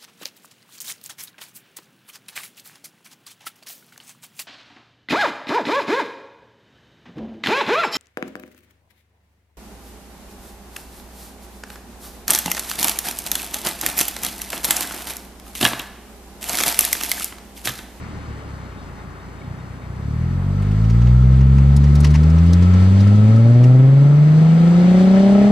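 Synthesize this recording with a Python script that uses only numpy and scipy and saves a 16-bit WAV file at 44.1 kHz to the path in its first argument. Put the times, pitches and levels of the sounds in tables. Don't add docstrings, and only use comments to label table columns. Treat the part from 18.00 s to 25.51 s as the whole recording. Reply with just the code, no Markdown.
import sys
import numpy as np
from scipy import signal
from scipy.fft import rfft, irfft, next_fast_len
from scipy.io import wavfile
from scipy.ndimage import map_coordinates

SR = 44100
rng = np.random.default_rng(int(sys.argv[2]) if len(sys.argv) > 2 else 0)


def ratio_of_db(decibels):
    return 10 ** (np.asarray(decibels, float) / 20)


def int16_out(signal):
    q = np.round(np.clip(np.atleast_2d(signal).T, -1, 1) * 32767)
    wavfile.write(sys.argv[1], SR, q.astype(np.int16))


N = 331191

# time in seconds, pulse strength in dB, pulse bluntness in dB per harmonic.
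BURN = [(0, -20, -9.5), (.6, -19.5, -9), (.9, -19.5, -10), (1.35, -23, -8), (1.5, -24.5, -4.5),
        (1.8, -24, -6.5), (2.0, -15, -6.5), (2.15, -11.5, -6.5), (2.5, -11.5, -6.5), (2.85, -6, -8),
        (3.1, -2.5, -10), (4.2, -5.5, -8.5), (5.0, -7, -10), (5.3, -8.5, -6.8), (5.75, -8.5, -7.3),
        (6.2, -9.5, -11), (7.0, -10, -8.5), (7.51, -10, -8)]
# time in seconds, firings per second.
REVS = [(0, 38.9), (.5, 34.5), (.85, 27.8), (1.55, 30.9), (1.88, 30), (2.25, 41.5), (2.42, 46.2),
        (2.75, 52.3), (3.05, 60.6), (3.35, 65.4), (4.15, 74.4), (4.45, 84.9), (4.875, 94.8), (5.25, 107.2),
        (5.55, 120.3), (5.75, 128.0), (7.2, 193.9), (7.51, 206.2)]
# time in seconds, level in dB.
FLOW = [(0.0, -54), (0.35, -55), (1.19, -58.5), (1.92, -58.5), (3.01, -51), (3.39, -52), (4.18, -47.5),
        (4.35, -48), (4.85, -44.5), (5.85, -50.5), (6.13, -49.5), (6.42, -46.5), (7.01, -42.5),
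        (7.51, -43.5)]
FLOW_REST_DB = -58
HIGH_REVS = 206


def in_time(rows):
    s, *columns = np.transpose(rows)
    return [np.interp(np.arange(N) / SR, s, c) for c in columns]


def at_hz(points, hz):
    p = np.array(points, float)
    return np.interp(np.log(hz + 1.0), np.log(p[:, 0] + 1.0), p[:, 1])


def drift(rate):
    knots = rng.standard_normal(400)
    return map_coordinates(knots, [np.arange(N) / SR * rate], order=3)


def band(x, low_hz, high_hz):
    sos = signal.butter(2, [low_hz, high_hz], "band", fs=SR, output="sos")
    y = signal.sosfilt(sos, x)
    return y / np.std(y)


def resonances_db(peaks, hz):
    return sum(db / (1 + (2 * (hz - f) / width) ** 2) for f, width, db in peaks)


def throttle():
    idle_db, loaded_db = -19, -9
    strength_db = in_time(BURN)[0]
    return np.clip((strength_db - idle_db) / (loaded_db - idle_db), 0, 1)


def rush():
    # low edge in Hz, high edge in Hz.
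    reference_bands = [
        (280, 340),
        (900, 1600),
        (2500, 5000),
        (7000, 11000),
    ]
    # frequency in Hz, level in dB per Hz.
    rush_colour = [(20, -11.5), (60, -6.5), (150, 1.5), (230, -.5), (310, -0.5), (450, -8.5), (800, -13),
                   (1100, -9), (2000, -12.5), (3500, -12.5), (6000, -26), (8200, -35), (9000, -42),
                   (12000, -48.5), (15500, -59)]
    # frequency in Hz, width in Hz, lift in dB.
    whistle = [(1870, 170, 2.5), (2147, 310, 4.5), (830, 78, 4.5), (323.4, 50, -4.5)]
    # frequency in Hz, share in common from 0 to 1.
    likeness = [(60, 0.53), (110, 0.95), (200, 1), (380, 0.91), (700, 1), (1290, 0.07), (2380, 0.32),
                (4400, 0.86), (8120, 0.82), (15000, 0.85)]
    # frequency in Hz, phase in radians.
    lead = [(0, 3.5), (260, -1.12), (780, -0.5), (1380, -1.5), (2150, 1), (2500, 1.04), (3530, 0.04),
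            (3880, 1.5), (5000, -2), (7490, -1.6), (8700, -0.0), (15200, -6)]
    # frequency in Hz, level in dB.
    left_db = [(60, 2), (110, 6), (200, 0), (380, -0.5), (700, -3), (1290, 5), (2380, 3.5), (4400, 3.5),
               (8120, 0), (15000, 1.5)]
    # level at rest in dB, share of the flow's swing,
    # gain at open throttle in dB, gain in dB per doubling of revs.
    follows = [(-51.5, 0.27, 4.5, 3), (-48, 0.34, -1.5, 1.5), (-62, 1.106, 0.26, 0.32),
               (-65.5, 0.87, 0.5, -0.6)]

    size = next_fast_len(N)
    hz = np.fft.rfftfreq(size, 1 / SR)
    colour = ratio_of_db(at_hz(rush_colour, hz) + resonances_db(whistle, hz))
    a, b = rfft(rng.standard_normal((2, size)))
    alike = np.clip(at_hz(likeness, hz), 0, 1)
    side = ratio_of_db(at_hz(left_db, hz) / 2)
    right = alike * a * np.exp(-1j * at_hz(lead, hz)) + np.sqrt(1 - alike ** 2) * b
    ports = colour * np.array([a * side, right / side])
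    power = np.abs(ports.mean(0)) ** 2 * 2 / size ** 2
    rest_db = [10 * np.log10(power[(hz > lo) & (hz < hi)].sum()) for lo, hi in reference_bands]

    flow_db = in_time(FLOW)[0] - FLOW_REST_DB
    doublings = np.log2(in_time(REVS)[0] / 30)
    opening = throttle()
    level_db = [db + share * flow_db + open_db * opening + rev_db * doublings
                for db, share, open_db, rev_db in follows]
    swell_db = np.array(level_db) - np.array(rest_db)[:, None]

    anchors = np.log2(np.sqrt(np.prod(reference_bands, axis=1)))
    centres = np.arange(5, 14.1, .75)
    out, gust = np.zeros((2, N)), drift(9.8)
    for c in centres:
        share = np.interp(np.log2(hz + 1), centres, centres == c)
        weights = [np.interp(c, anchors, row) for row in np.eye(4)]
        gain_db = weights @ swell_db + 0.16 * gust + 0.99 * drift(25.0)
        gain_db -= .22 * (c < 7.5) * (swell_db[0] - swell_db[0].min())
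        out += ratio_of_db(gain_db) * irfft(ports * share, size)[:, :N]
    return out


def squeaks():
    # time in seconds, frequency in Hz, length in seconds, level in dB.
    chirps = [
        (0.788, 3700, .02, -56),
        (1.0, 3680, .012, -55),
        (1.203, 3680, .008, -55),
        (1.4, 3690, .015, -58),
        (1.45, 3690, .015, -61),
        (1.42, 2240, 0.006, -42.5),
        (1.42, 2800, .006, -63),
        (1.6, 3700, .015, -56),
        (1.83, 3700, .04, -59),
    ]
    t = np.arange(N) / SR
    out = np.zeros(N)
    for s, hz, length, db in chirps:
        out += ratio_of_db(db) * np.exp(-((t - s) / length) ** 2) * np.sin(2 * np.pi * hz * t)
    return out


def grit():
    # start in seconds, 3-6 kHz peak in dB, 1-3 kHz level in dB, 6-12 kHz level in dB.
    crushes = [(2.618, -50.5, -35, -47.5), (2.71, -41, -36, -49.5), (2.839, -36, -34, -58.5),
               (2.894, -31, -35, -52.5), (3.012, -35.5, -32, -67), (3.065, -33.5, -30.5, -61.5),
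               (3.403, -34.5, -31, -59), (3.579, -33.5, -30, -62), (3.76, -28.5, -41.5, -30.5),
               (3.835, -30, -29.5, -54), (3.949, -23.5, -44, -37), (3.999, -36, -44, -32.5),
               (4.029, -27.5, -36, -46.5), (4.041, -15.5, -15.5, -35.5), (4.064, -27.5, -30, -43),
               (4.102, -28, -42, -41), (4.137, -26, -23, -47.5), (4.148, -24.5, -22.5, -50),
               (4.227, -30, -34.5, -48), (4.294, -31.5, -39, -49.5), (4.377, -30, -29, -51.5),
               (4.461, -37.5, -46, -47.5), (4.527, -20, -32, -39), (4.62, -28, -29, -53.5),
               (4.733, -30.5, -34, -64), (5.001, -26, -38, -50), (5.068, -33.5, -39, -49),
               (5.155, -35.5, -43, -50.5), (5.358, -35.5, -42, -50.5), (5.634, -28, -29, -49.5)]
    # frequency in Hz, width in Hz, level in dB.
    shell = [(965, 220, -0.5), (1960, 430, 1), (2800, 460, 0)]
    crush_s = 0.0038

    grains = rng.standard_normal((2, N)) * ratio_of_db(5.0 * np.minimum(rng.exponential(1, N), 4))
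    grains = grains[0] + 0.22 * grains[1] * [[1], [-1]]
    dull = sum(ratio_of_db(db) * band(grains, hz - width / 2, hz + width / 2) for hz, width, db in shell) / 2
    middle, bright = band(grains, 3600, 6380), band(grains, 4900, 10000)
    t = np.arange(int(.08 * SR)) / SR / crush_s
    shape = 4.75 * t ** 2 * np.exp(-t)
    out = np.zeros((2, N))
    for s, peak_db, dull_db, bright_db in crushes:
        at = slice(int(s * SR), int(s * SR) + len(t))
        burst = ratio_of_db(dull_db - 16.5) * dull[:, at]
        burst += ratio_of_db(peak_db - 21.5) * middle[:, at]
        burst += ratio_of_db(bright_db - 21.0) * shape * bright[:, at]
        out[:, at] += shape * burst
    return out * ratio_of_db([[1.2], [-1.2]])


def tip_ring():
    tip_hz, width_hz = 1315, 80
    ring = band(rng.standard_normal(N + 8), tip_hz - width_hz / 2, tip_hz + width_hz / 2)
    ports = np.array([ring[8:], ring[:-8]]) * ratio_of_db([[2.5], [-2.5]])
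    flow_db = in_time(FLOW)[0] - FLOW_REST_DB
    return ports * ratio_of_db(-64 + 0.52 * flow_db + 13.5 * throttle() + 2.8 * drift(11.0))


def harmonic_db(order, rate):
    # frequency in Hz, level in dB.
    boom = [(28, -40.5), (45, -17.5), (62, -10.5), (125, .5), (210, -.5), (280, -9), (860, -9.5),
            (1100, -18.5)]
    # frequency in Hz, width in Hz, gain in dB.
    chambers = [(290, 51, -4), (323, 30.0, -13.5), (385.0, 50.0, 1.5), (455.0, 60.0, -1.4),
                (588.7, 100, 10.5), (680, 50.0, -5), (753, 120, 5.5)]
    strength_db, blunt_db = in_time(BURN)
    hz = order * rate
    rasp_db = (order >= 4) * (2 - 5 * (order - 4))
    pulse_db = strength_db + blunt_db * min(order - 1, 3) + rasp_db
    return pulse_db + at_hz(boom, hz) + resonances_db(chambers, hz)


def pipe_turn(hz):
    # chamber frequency in Hz, lag in radians.
    chamber_lags = [(320, 1.7), (520, 1.7), (720, 1.7)]
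    pulse_lean, cutoff_hz, cutoff_lead = .5, 62, .9
    behind = sum(lag / (1 + np.exp((f - hz) / 20)) for f, lag in chamber_lags)
    return pulse_lean + cutoff_lead * (cutoff_hz / np.maximum(hz, 38)) ** 3 - behind


def exhaust():
    cylinders = [1.4, .8, -.6, -1.0, -1.2, .2]
    # frequency in Hz, level in dB.
    pipe = [(150, 0), (190, -2), (230, -12), (330, -12), (400, -14), (450, -10), (590, -8), (750, -13),
            (850, -17), (950, -26), (1200, -28), (1800, -40)]
    first_firing, left_lag_s = .355, 0.00019

    rate, = in_time(REVS)
    shut = 1 - throttle()
    high = (rate / HIGH_REVS) ** 2
    scatter_db = .17 + (2.3 - .17) * shut
    uneven_db = .3 + (1.4 - .3) * shut + 1.15 * high
    firing = first_firing + np.cumsum(rate) / SR
    count = np.arange(900)
    luck = rng.standard_normal((900, 3))
    cylinder = np.interp(firing, count, np.array(cylinders)[count % 6])
    soft, sharp, late = [np.interp(firing, count, luck[:, k]) for k in range(3)]
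    shift = .004 * scatter_db * late + .008 * uneven_db * np.roll(cylinder, 300)
    angle = 2 * np.pi * (firing + shift)

    out = np.zeros((2, N))
    for k in range(1, 9):
        hz = k * rate
        level_db = harmonic_db(order=k, rate=rate)
        edge = 2.5 * np.clip((hz - 220) / 250, 0, 1)
        wobble_db = scatter_db * (.7 * soft + 2.5 * edge * sharp) + uneven_db * (.7 + edge) * cylinder
        smear = .22 * scatter_db * drift(6.0 + k) * (k > 1)
        lag = 2 * np.pi * left_lag_s * hz * np.clip((330 - hz) / 80, -.2, 1) * [[1], [0]]
        wave = np.cos(k * angle + pipe_turn(hz) + smear - lag)
        out += np.sqrt(2) * ratio_of_db(level_db + wobble_db) * wave

    first_db = harmonic_db(order=1, rate=rate)
    for share, db in ((1 / 3, -36), (2 / 3, -39), (3 / 2, -20)):
        beat_db = first_db + db + 2 * at_hz(pipe, share * rate) + 1.2 * late
        out += np.sqrt(2) * ratio_of_db(beat_db) * uneven_db ** 2 * np.cos(share * angle)

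    for sixth in (20, 21, 22, 23, 26, 27):
        chamber = np.exp(-(2 * (rate * sixth / 6 - 740) / 170) ** 2 / 2)
        out += ratio_of_db(-36.5) * chamber * high * np.cos(sixth / 6 * angle + sixth ** 2)
    return out * ratio_of_db([[.3], [-.3]])


def scene():
    return rush() + squeaks() + grit() + tip_ring() + exhaust()


def band_limit(x):
    return signal.sosfilt(signal.butter(12, 15690, fs=SR, output="sos"), x)


def record(dry):
    hiss = ratio_of_db(-68.5) * band(rng.standard_normal(N), 6500, 14000)
    roll_off = signal.butter(2, 18, "high", fs=SR, output="sos")
    mix = signal.sosfilt(roll_off, dry + hiss)
    return band_limit(mix)


dry = scene()
out = record(dry)
int16_out(out)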